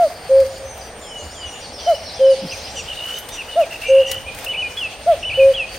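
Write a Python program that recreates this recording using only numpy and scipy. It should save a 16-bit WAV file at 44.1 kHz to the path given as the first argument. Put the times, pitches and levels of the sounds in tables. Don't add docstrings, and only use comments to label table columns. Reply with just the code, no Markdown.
import sys
import numpy as np
from scipy import signal
from scipy.io import wavfile
from scipy.ndimage import uniform_filter1d

SR = 44100
rng = np.random.default_rng(int(sys.argv[2]) if len(sys.argv) > 2 else 0)


def output_pcm(signal):
    pcm = np.clip(np.atleast_2d(signal).T, -1, 1) * 32767
    wavfile.write(sys.argv[1], SR, np.round(pcm).astype(np.int16))


N = 254898
TIME = np.arange(N) / SR
CUTOFF_HZ = 15950


def from_db(db):
    return 10 ** (np.asarray(db) / 20)


def unit_rms(x):
    return x / np.sqrt(np.mean(x ** 2) + 1e-20)


def automation(rows):
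    times, *columns = np.transpose(rows)
    return [np.interp(TIME, times, column) for column in columns]


def at_hz(points, hz):
    freqs, values = np.transpose(points)
    return np.interp(np.log(hz), np.log(freqs), values)


def add(out, start, sound):
    i = int(round(start * SR))
    sound = sound[..., max(-i, 0):N - i]
    out[..., max(i, 0):max(i, 0) + sound.shape[-1]] += sound


def drift(rate, size=N):
    knots = rng.standard_normal(int(size / SR * rate) + 2)
    return np.interp(np.arange(size) / SR * rate, np.arange(len(knots)), knots)


def band(x, low_hz, high_hz):
    edges = [low_hz, min(high_hz, SR / 2 - 1000)]
    return signal.sosfilt(signal.butter(2, edges, "band", fs=SR, output="sos"), x)


def sine(hz):
    return np.sqrt(2) * np.sin(2 * np.pi * np.cumsum(hz) / SR)


def arc(length, first_hz, middle_hz, last_hz):
    u = np.linspace(0, 1, int(length * SR))
    parabola = np.polyfit([0, .5, 1], [first_hz, middle_hz, last_hz], 2)
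    return np.polyval(parabola, u), np.sin(np.pi * u)


def contour(rows, glide_s):
    times, hz, db = np.transpose(rows)
    t = np.arange(times[0], times[-1], 1 / SR)
    size = max(int(glide_s * SR), 1)
    envelope = np.interp(t, times, from_db(db)) * signal.windows.tukey(len(t), .05)
    return uniform_filter1d(np.interp(t, times, hz), size), uniform_filter1d(envelope, size)


def chirps(rows, waver, flutter_db, rate, second_db):
    out = np.zeros(N)
    for start, length, first, middle, last, db in rows:
        hz, envelope = arc(length, first, middle, last)
        hz = hz * (1 + waver * drift(rate, len(hz)))
        tone = sine(hz) + from_db(second_db) * sine(2 * hz) * (2 * hz < CUTOFF_HZ)
        add(out, start, from_db(db + flutter_db * drift(rate / 2, len(hz))) * envelope * tone)
    return out


def sing(shape, cues, second_db, third_db, waver, shimmer_db):
    out = np.zeros(N)
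    for start, db, shift_hz, stretch in cues:
        hz, envelope = contour(np.array(shape) * [stretch, 1, 1], glide_s=.006)
        hz = (hz + shift_hz) * (1 + waver * drift(206, len(hz)))
        tone = sine(hz) + from_db(second_db) * sine(2 * hz) + from_db(third_db) * sine(3 * hz)
        add(out, start, tone * envelope * from_db(db + shimmer_db * drift(160, len(hz))))
    return out


# (frequency [Hz], left-right correlation [0-1])
BED_CORRELATION = [(60, 0.87), (300, 1), (650, 0.99), (1200, 0.68), (3000, 0.62), (6000, 0.16),
                   (10000, 0.11), (15000, .1)]


def noise_bed(spectrum, flicker_db, flicker_rate):
    edges = 22 * 2 ** (np.arange(20) / 2 + .3)
    out, white = 0, rng.standard_normal((2, 2, N))
    for k, (low, high) in enumerate(zip(edges, edges[1:])):
        hz = np.sqrt(low * high)
        if spectrum[0][0] < high and low < spectrum[-1][0]:
            mid, side = band(white[k % 2], low, high)
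            alike = np.clip(at_hz(BED_CORRELATION, hz), 0, 1)
            gain = from_db(at_hz(spectrum, hz) + flicker_db * drift(flicker_rate))
            out = out + gain * (np.sqrt(1 + alike) * mid + np.sqrt(1 - alike) * side * [[1], [-1]])
    return unit_rms(out)


# (frequency [Hz], relative density [dB])
AIR_EQ = [(100, -13.5), (200, 0), (380, -2.5), (560, 8), (720, 5.5), (1100, -5), (2000, -4.5), (3500, -31),
          (7000, -23.5)]
RUMBLE_EQ = [(22, -7.5), (40, -7), (72, -3.5), (110, -6), (170, -23.5), (300, -21.5)]
CHORUS_EQ = [(2000, -1), (3000, 7), (3800, 5), (4800, -7), (6000, -2), (7500, -18.5), (10000, -23)]
# (time [s], relative level [dB])
RUMBLE_RIDE = [(0, -46), (.15, -47.5), (.42, -41.5), (.55, -48.5), (1.1, -47.5), (2.7, -46), (3.3, -48.5),
               (4.5, -43.5), (4.8, -48), (5.4, -40.5), (5.78, -44)]
CHORUS_RIDE = [(0, -45), (.7, -42), (1.2, -45), (1.6, -39.5), (1.9, -40.5), (2.55, -36), (2.9, -39),
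               (3.3, -41), (3.8, -37), (4.3, -40.5), (4.8, -39.5), (5.3, -38.5), (5.78, -37)]


def ambience(air_db, rumble_trim_db, chorus_trim_db):
    rumble_db, = automation(RUMBLE_RIDE)
    chorus_db, = automation(CHORUS_RIDE)
    air = from_db(air_db) * noise_bed(AIR_EQ, flicker_db=1.5, flicker_rate=14)
    rumble = from_db(rumble_db + rumble_trim_db) * noise_bed(RUMBLE_EQ, flicker_db=2.5, flicker_rate=6.5)
    chorus = from_db(chorus_db + chorus_trim_db) * noise_bed(CHORUS_EQ, flicker_db=4, flicker_rate=25)
    return air + rumble + chorus


def whine(hz, level_db, wander_hz, flicker_db):
    return from_db(level_db + flicker_db * drift(35)) * sine(hz + wander_hz * drift(40))


def insect(low_hz, high_hz, level_db, stop_s):
    buzz = unit_rms(band(rng.standard_normal(N), low_hz, high_hz))
    fade_out = np.clip((stop_s - TIME) * 10, 0, 1)
    return from_db(level_db + 2 * drift(50)) * buzz * fade_out


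def tree_reverb(x, t60, build_s, width):
    t = np.arange(SR) / SR
    echoes = rng.standard_normal((2, SR)) * from_db(-60 * t / t60) * (1 - np.exp(-t / build_s))
    mid, side = echoes / np.sqrt(np.sum(echoes ** 2, axis=1, keepdims=True))
    response = mid + width * side * np.array([[1], [-1]])
    return signal.fftconvolve(x[None], response, axes=1)[:, :N]


# (delay [s], mean gain [dB])
ECHO_TAPS = [(.105, -29), (.255, -36), (.285, -40.5), (.5, -39.5)]


def far_echoes(x, sway_db):
    out = np.zeros(N)
    for delay, db in ECHO_TAPS:
        add(out, delay, x * from_db(db + sway_db * drift(34)))
    return out


# (time [s], density [slurs/s], relative level [dB])
FLOCK_RIDE = [(0, 3, -40.5), (.8, 8, -46), (1.5, 25.6, -48), (1.8, 110, -41), (2.6, 110, -43.5),
              (2.9, 15, -41), (3.6, 6, -55), (5.78, 4, -38.5)]


def flock(centre_hz, spread, sweep, length_s):
    per_s, db = automation(FLOCK_RIDE)
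    onsets = np.flatnonzero(rng.random(N) < per_s / SR)
    slurs = []
    for i, (height, slope, span) in zip(onsets, rng.uniform(-1, 1, (len(onsets), 3))):
        hz = centre_hz * np.exp(spread * height)
        bend = np.exp(sweep * slope)
        slurs.append((i / SR, length_s * 2 ** (span / 2), hz * bend, hz, hz / bend, db[i]))
    return chirps(slurs, waver=.025, flutter_db=6.5, rate=460, second_db=-36)


# (time [s], length [s], middle pitch [Hz], relative level [dB])
THIN_PEEPS = [(.47, 0.16, 6980, -47.5), (.635, 0.12, 6190, -39.5), (.76, 0.14, 6040, -43),
              (.98, 0.14, 7170, -43), (1.03, 0.1, 5340, -42), (1.12, 0.21, 7140, -43),
              (1.3, 0.16, 7120, -42), (1.48, .13, 7020, -42.5), (1.51, 0.048, 2880, -34),
              (2.3, 0.027, 9630, -41), (2.66, 0.23, 7620, -45.5), (3.47, 0.098, 2974, -32),
              (5.295, 0.033, 4730, -41), (5.49, 0.052, 4660, -40.5), (5.71, .05, 4700, -37)]
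UPSWEEPS = [(1.27, 0.097, 5340, -41.5), (1.91, .076, 5060, -35.5), (2.11, .063, 5270, -36.5),
            (2.47, .076, 5390, -31), (2.6, .075, 4650, -36)]
QUICK_DROPS = [(.805, 0.037, 4670, -38), (1.17, 0.04, 6350, -39), (1.385, 0.062, 4780, -39.5),
               (1.445, 0.061, 5920, -39), (1.605, 0.08, 4510, -36.5), (1.725, 0.061, 5230, -35),
               (1.775, 0.044, 4540, -35), (2.055, 0.072, 4000, -34), (2.25, 0.028, 5300, -34),
               (2.275, 0.094, 4570, -33.5)]
SOFT_ARCHES = [(1.6, 0.048, 5920, -38.5), (1.78, .11, 5850, -36), (2.9, 0.13, 3720, -40.5),
               (3.13, 0.053, 3730, -38), (3.29, 0.061, 3700, -35.5), (3.495, 0.091, 3670, -39),
               (3.825, 0.084, 2387, -26), (4.06, 0.097, 1984, -37.5), (4.25, 0.064, 2490, -28)]
# (time in note [s], pitch [Hz], relative level [dB])
SINK_SHAPE = [(0, 3700, -21), (.04, 3327, -7.5), (.09, 3083, -11), (.14, 2959, -0.5), (.2, 2900, -4),
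              (.245, 2840, -10)]
# (time [s], relative level [dB], pitch shift [Hz], time stretch [ratio])
SINK_CUES = [(1.009, -32.5, 1.5, 0.95), (1.336, -30.5, -11, 0.68), (1.766, -30.5, 52, 0.87),
             (2.141, -32, 37.5, 0.85)]


def far_birds():
    kinds = [(THIN_PEEPS, .95, .92), (UPSWEEPS, .69, 1.29), (QUICK_DROPS, 1.2, 1), (SOFT_ARCHES, .9, .91)]
    slurs = [(start, length, hz * first, hz, hz * last, db)
             for cues, first, last in kinds for start, length, hz, db in cues]
    calls = chirps(slurs, waver=.013, flutter_db=3, rate=500, second_db=-44)
    return calls + sing(SINK_SHAPE, SINK_CUES, second_db=-25, third_db=-42, waver=.0039, shimmer_db=1)


def crinkle(per_s, spread_db):
    sizes = from_db(spread_db * np.minimum(rng.exponential(1, N), 5)) * rng.standard_normal((2, N))
    clicks = sizes * (rng.random(N) < per_s / SR)
    return unit_rms(band(clicks, 3100, 16500))


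# (frequency [Hz], relative density [dB])
LEAF_EQ = [(1500, 6.5), (4000, -0.5), (7000, 0.5), (9000, -13), (12000, -8), (16000, -7.5)]
# (peak time [s], time to fall by fade_db [s], relative level [dB])
BRUSH_CUES = [(.01, 0.29, -43.5), (.4, 0.24, -45), (.78, 0.08, -55), (1.27, 0.068, -49),
              (1.9, 0.097, -40.5), (2.55, 0.4, -47.5), (3.079, 0.42, -43), (3.6, 0.071, -46),
              (3.8, 0.43, -44), (4.122, .1, -40.5), (4.41, 0.13, -40), (4.76, .2, -47), (5.11, 0.13, -45.5),
              (5.43, 0.16, -42), (5.75, 0.082, -41.5)]


def leaves(trim_db, rest_db, fade_db, rise_share):
    power = from_db(rest_db) ** 2
    for peak_s, fade_s, db in BRUSH_CUES:
        from_peak = np.maximum(TIME - peak_s, (peak_s - TIME) / rise_share) / fade_s
        power = power + from_db(db - fade_db * np.minimum(from_peak, 10)) ** 2
    envelope = np.sqrt(power) * from_db(trim_db + 2.4 * drift(45))
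    hiss = noise_bed(LEAF_EQ, flicker_db=2.3, flicker_rate=60)
    return envelope * (hiss + from_db(-6) * crinkle(per_s=1200, spread_db=2.5))


# (time [s], length [s], first pitch [Hz], last pitch [Hz], thud [dB], scuff [dB])
STEP_CUES = [(1.215, 0.082, 87, 69.6, -34.5, -47.5), (1.443, 0.052, 80, 68, -34, -57),
             (2.412, 0.071, 229.4, 144, -31.5, -33)]


def footsteps():
    out = np.zeros(N)
    for start, length, first_hz, last_hz, thud_db, scuff_db in STEP_CUES:
        hz, envelope = arc(length, first_hz, np.sqrt(first_hz * last_hz), last_hz)
        scuff = unit_rms(band(rng.standard_normal(len(hz)), 160, 320))
        add(out, start, envelope * (from_db(thud_db) * sine(hz) + from_db(scuff_db) * scuff))
    return out


# (time [s], relative level [dB], gain of the body under the crack [dB])
SNAP_CUES = [(0.401, -31, -0.5), (0.775, -34, -8), (3.1846, -21, -11), (3.2875, -26.5, -2),
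             (4.1137, -14, -3), (4.347, -29, -5), (4.387, -30, -4), (4.4445, -21, -6)]


def twigs(snap_s, tail_s, tail_db, trim_db, pan_db):
    out, t = np.zeros((2, N)), np.arange(SR // 10) / SR
    attack = 1 - np.exp(-t / .001)
    envelope = attack * (np.exp(-t / snap_s) + from_db(tail_db) * np.exp(-t / tail_s))
    for start, db, body_db in SNAP_CUES:
        crack, body = rng.standard_normal((2, 2, len(t)))
        centred_body = band(body + body[::-1], 1500, 7700)
        burst = band(crack, 9200, 21050) + from_db(body_db) * centred_body
        add(out, start, from_db(db + trim_db) * burst * envelope)
    return out * from_db([[pan_db], [-pan_db]])


# (time [s], length [s], first, middle and last pitch [Hz], relative level [dB])
NASAL_CUES = [(2.748, 0.081, 1240, 1167, 1106, -29), (3.088, 0.037, 1303, 1390, 1430, -39),
              (3.128, 0.09, 1586, 1556, 1610, -38), (3.312, 0.07, 1240, 1180, 1195, -30.5),
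              (3.86, 0.068, 1500, 1584, 1560, -34.5), (4.053, 0.08, 1263, 1150, 1130, -33)]
# (frequency [Hz], gain [dB])
THROAT_EQ = [(2400, -22), (3600, -9), (4800, -7.5), (6000, 6), (7200, -6), (8400, -9), (9500, -17),
             (11000, -37)]


def nasal_bird(waver, trim_db, rasp_db):
    out = np.zeros(N)
    for start, length, first, middle, last, db in NASAL_CUES:
        hz, envelope = arc(length, first, middle, last)
        hz = hz * (1 + waver * drift(495, len(hz)))
        buzz = sum(from_db(at_hz(THROAT_EQ, k * hz / 2) + rasp_db * (k % 2)) * sine(k * hz / 2)
                   for k in range(4, 17))
        add(out, start, from_db(db + trim_db) * envelope * unit_rms(buzz))
    return out


# (time [s], length [s], first, middle and last pitch [Hz], level [dB])
BURR_CUES = [(2.505, 0.05, 3060, 2620, 2170, -32), (2.755, 0.065, 2840, 2840, 2340, -30),
             (3.183, 0.036, 11800, 11700, 11900, -41), (3.365, .072, 3000, 2746, 2400, -29),
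             (3.595, 0.057, 2930, 2650, 2210, -29.5)]


def burry_bird():
    return chirps(BURR_CUES, waver=.043, flutter_db=4, rate=600, second_db=-22)


# (first hook [s], last hook [s], hooks [count], first pitch [Hz], last pitch [Hz],
# sweep either side of the pitch [Hz], mid-run level [dB])
TRILL_RUNS = [(2.879, 2.926, 4, 3000, 2836, 130, -25.5), (2.967, 3.17, 13, 2854, 3002, 110, -25.5),
              (3.705, 3.753, 4, 2770, 2650, 170, -27), (3.814, 4.175, 23, 2704, 2930, 180, -23.5)]


def songbird_trill(hook_s, bend_hz, waver, edge_db, uneven_db):
    out = np.zeros(N)
    for first_s, last_s, count, first_hz, last_hz, sweep_hz, run_db in TRILL_RUNS:
        for u in np.linspace(0, 1, count):
            pitch = first_hz + (last_hz - first_hz) * u
            db = run_db + edge_db * (2 * u - 1) ** 2 - uneven_db * rng.standard_normal()
            hz, envelope = arc(hook_s, pitch - sweep_hz, pitch + bend_hz, pitch + sweep_hz)
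            hz = hz * (1 + waver * drift(800, len(hz)))
            add(out, first_s + (last_s - first_s) * u, from_db(db) * envelope * sine(hz))
    return out


# (time in note [s], pitch [Hz], relative level [dB])
WARBLE_SHAPE = [(0, 2510, 8), (.006, 2990, -2), (.012, 2520, -2.5), (.026, 2992, -0.5), (.064, 2934, -1.5),
                (.076, 2220, -7), (.086, 2700, -1.5), (.096, 2230, -5.5), (.114, 2938, -0.5),
                (.156, 2990, -1), (.163, 2504, 1.5), (.193, 2437, -1.5), (.222, 2453, -12)]
FALL_SHAPE = [(0, 2735, -26), (.01, 3330, -6.5), (.02, 3393, -4), (.038, 3130, -8), (.055, 2820, 0),
              (.08, 2620, -1.5), (.11, 2515, -6), (.12, 2450, -18)]
# (time [s], relative level [dB], pitch shift [Hz], time stretch [ratio])
WARBLE_CUES = [(4.462, -23, -6.5, 1.005), (5.227, -22.5, 9.5, 1.05)]
FALL_CUES = [(4.766, -21.5, 63.5, 0.94), (5.533, -20.5, -47.5, 1)]


def songbird_whistle():
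    warble = sing(WARBLE_SHAPE, WARBLE_CUES, second_db=-36.5, third_db=-51, waver=.0053, shimmer_db=2)
    fall = sing(FALL_SHAPE, FALL_CUES, second_db=-29.5, third_db=-54, waver=.007, shimmer_db=2.5)
    return warble + fall


# (time in note [s], pitch [Hz], relative level [dB])
CUCK_SHAPE = [(0, 530, -30), (.01, 632, -9), (.02, 686, -2.5), (.03, 703, -.5), (.04, 686, 0),
              (.05, 670, 0), (.06, 648, -.5), (.07, 603, -4.5), (.08, 556, -9.5), (.092, 530, -32)]
COO_SHAPE = [(0, 515, -32), (.012, 526, -9), (.025, 535, -2), (.06, 535, -.4), (.085, 538, 0),
             (.12, 540, -.9), (.137, 537, -3), (.15, 523, -10), (.162, 515, -30)]
# (time [s], relative level [dB], pitch shift [Hz], time stretch [ratio])
CUCK_CUES = [(-.026, -8.5, 7, 1.197), (1.86, -9, 0.5, 1), (3.555, -8.5, -8.5, 1.003),
             (5.06, -7.5, 1, 1.015)]
COO_CUES = [(.29, -5.5, 0, 0.98), (.622, -32.5, 1, 0.32), (2.192, -5.5, -1.5, 0.99),
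            (3.882, -5, -0.5, 0.96), (5.371, -4.5, 2, 1)]


def cuckoo():
    cuck = sing(CUCK_SHAPE, CUCK_CUES, second_db=-29, third_db=-38, waver=.0074, shimmer_db=.25)
    coo = sing(COO_SHAPE, COO_CUES, second_db=-42, third_db=-43.5, waver=.0011, shimmer_db=.25)
    return from_db(-1.5) * cuck + from_db(-2.5) * coo


def scene():
    lead = cuckoo()
    near = songbird_whistle()
    near += songbird_trill(hook_s=.016, bend_hz=20.8, waver=.02, edge_db=-3.5, uneven_db=.5)
    near += burry_bird()
    near += nasal_bird(waver=.016, trim_db=-2, rasp_db=-13.5)
    far = far_birds()
    twitter = flock(centre_hz=4730, spread=.22, sweep=.22, length_s=.045)
    echoes = from_db(-21) * tree_reverb(lead, t60=.64, build_s=.0059, width=.079)
    echoes += far_echoes(lead, sway_db=6.5)
    echoes += from_db(-10.5) * tree_reverb(near, t60=.88, build_s=.002, width=.32)
    echoes += from_db(-5) * tree_reverb(far + twitter, t60=.41, build_s=.0013, width=.44)
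    walker = twigs(snap_s=.0043, tail_s=.015, tail_db=-15, trim_db=1.5, pan_db=2.5) + footsteps()
    bed = ambience(air_db=-37.5, rumble_trim_db=2.5, chorus_trim_db=-2)
    bed += leaves(trim_db=4.5, rest_db=-56, fade_db=13.5, rise_share=.63)
    bed += insect(low_hz=4340, high_hz=5020, level_db=-46, stop_s=.673)
    bed += whine(hz=8738, level_db=-49, wander_hz=7, flicker_db=2)
    return lead + near + from_db(-4) * far + echoes + walker + bed


def record(dry):
    return signal.sosfilt(signal.ellip(12, .1, 90, CUTOFF_HZ, fs=SR, output="sos"), dry)


dry = scene()
out = record(dry)
output_pcm(out)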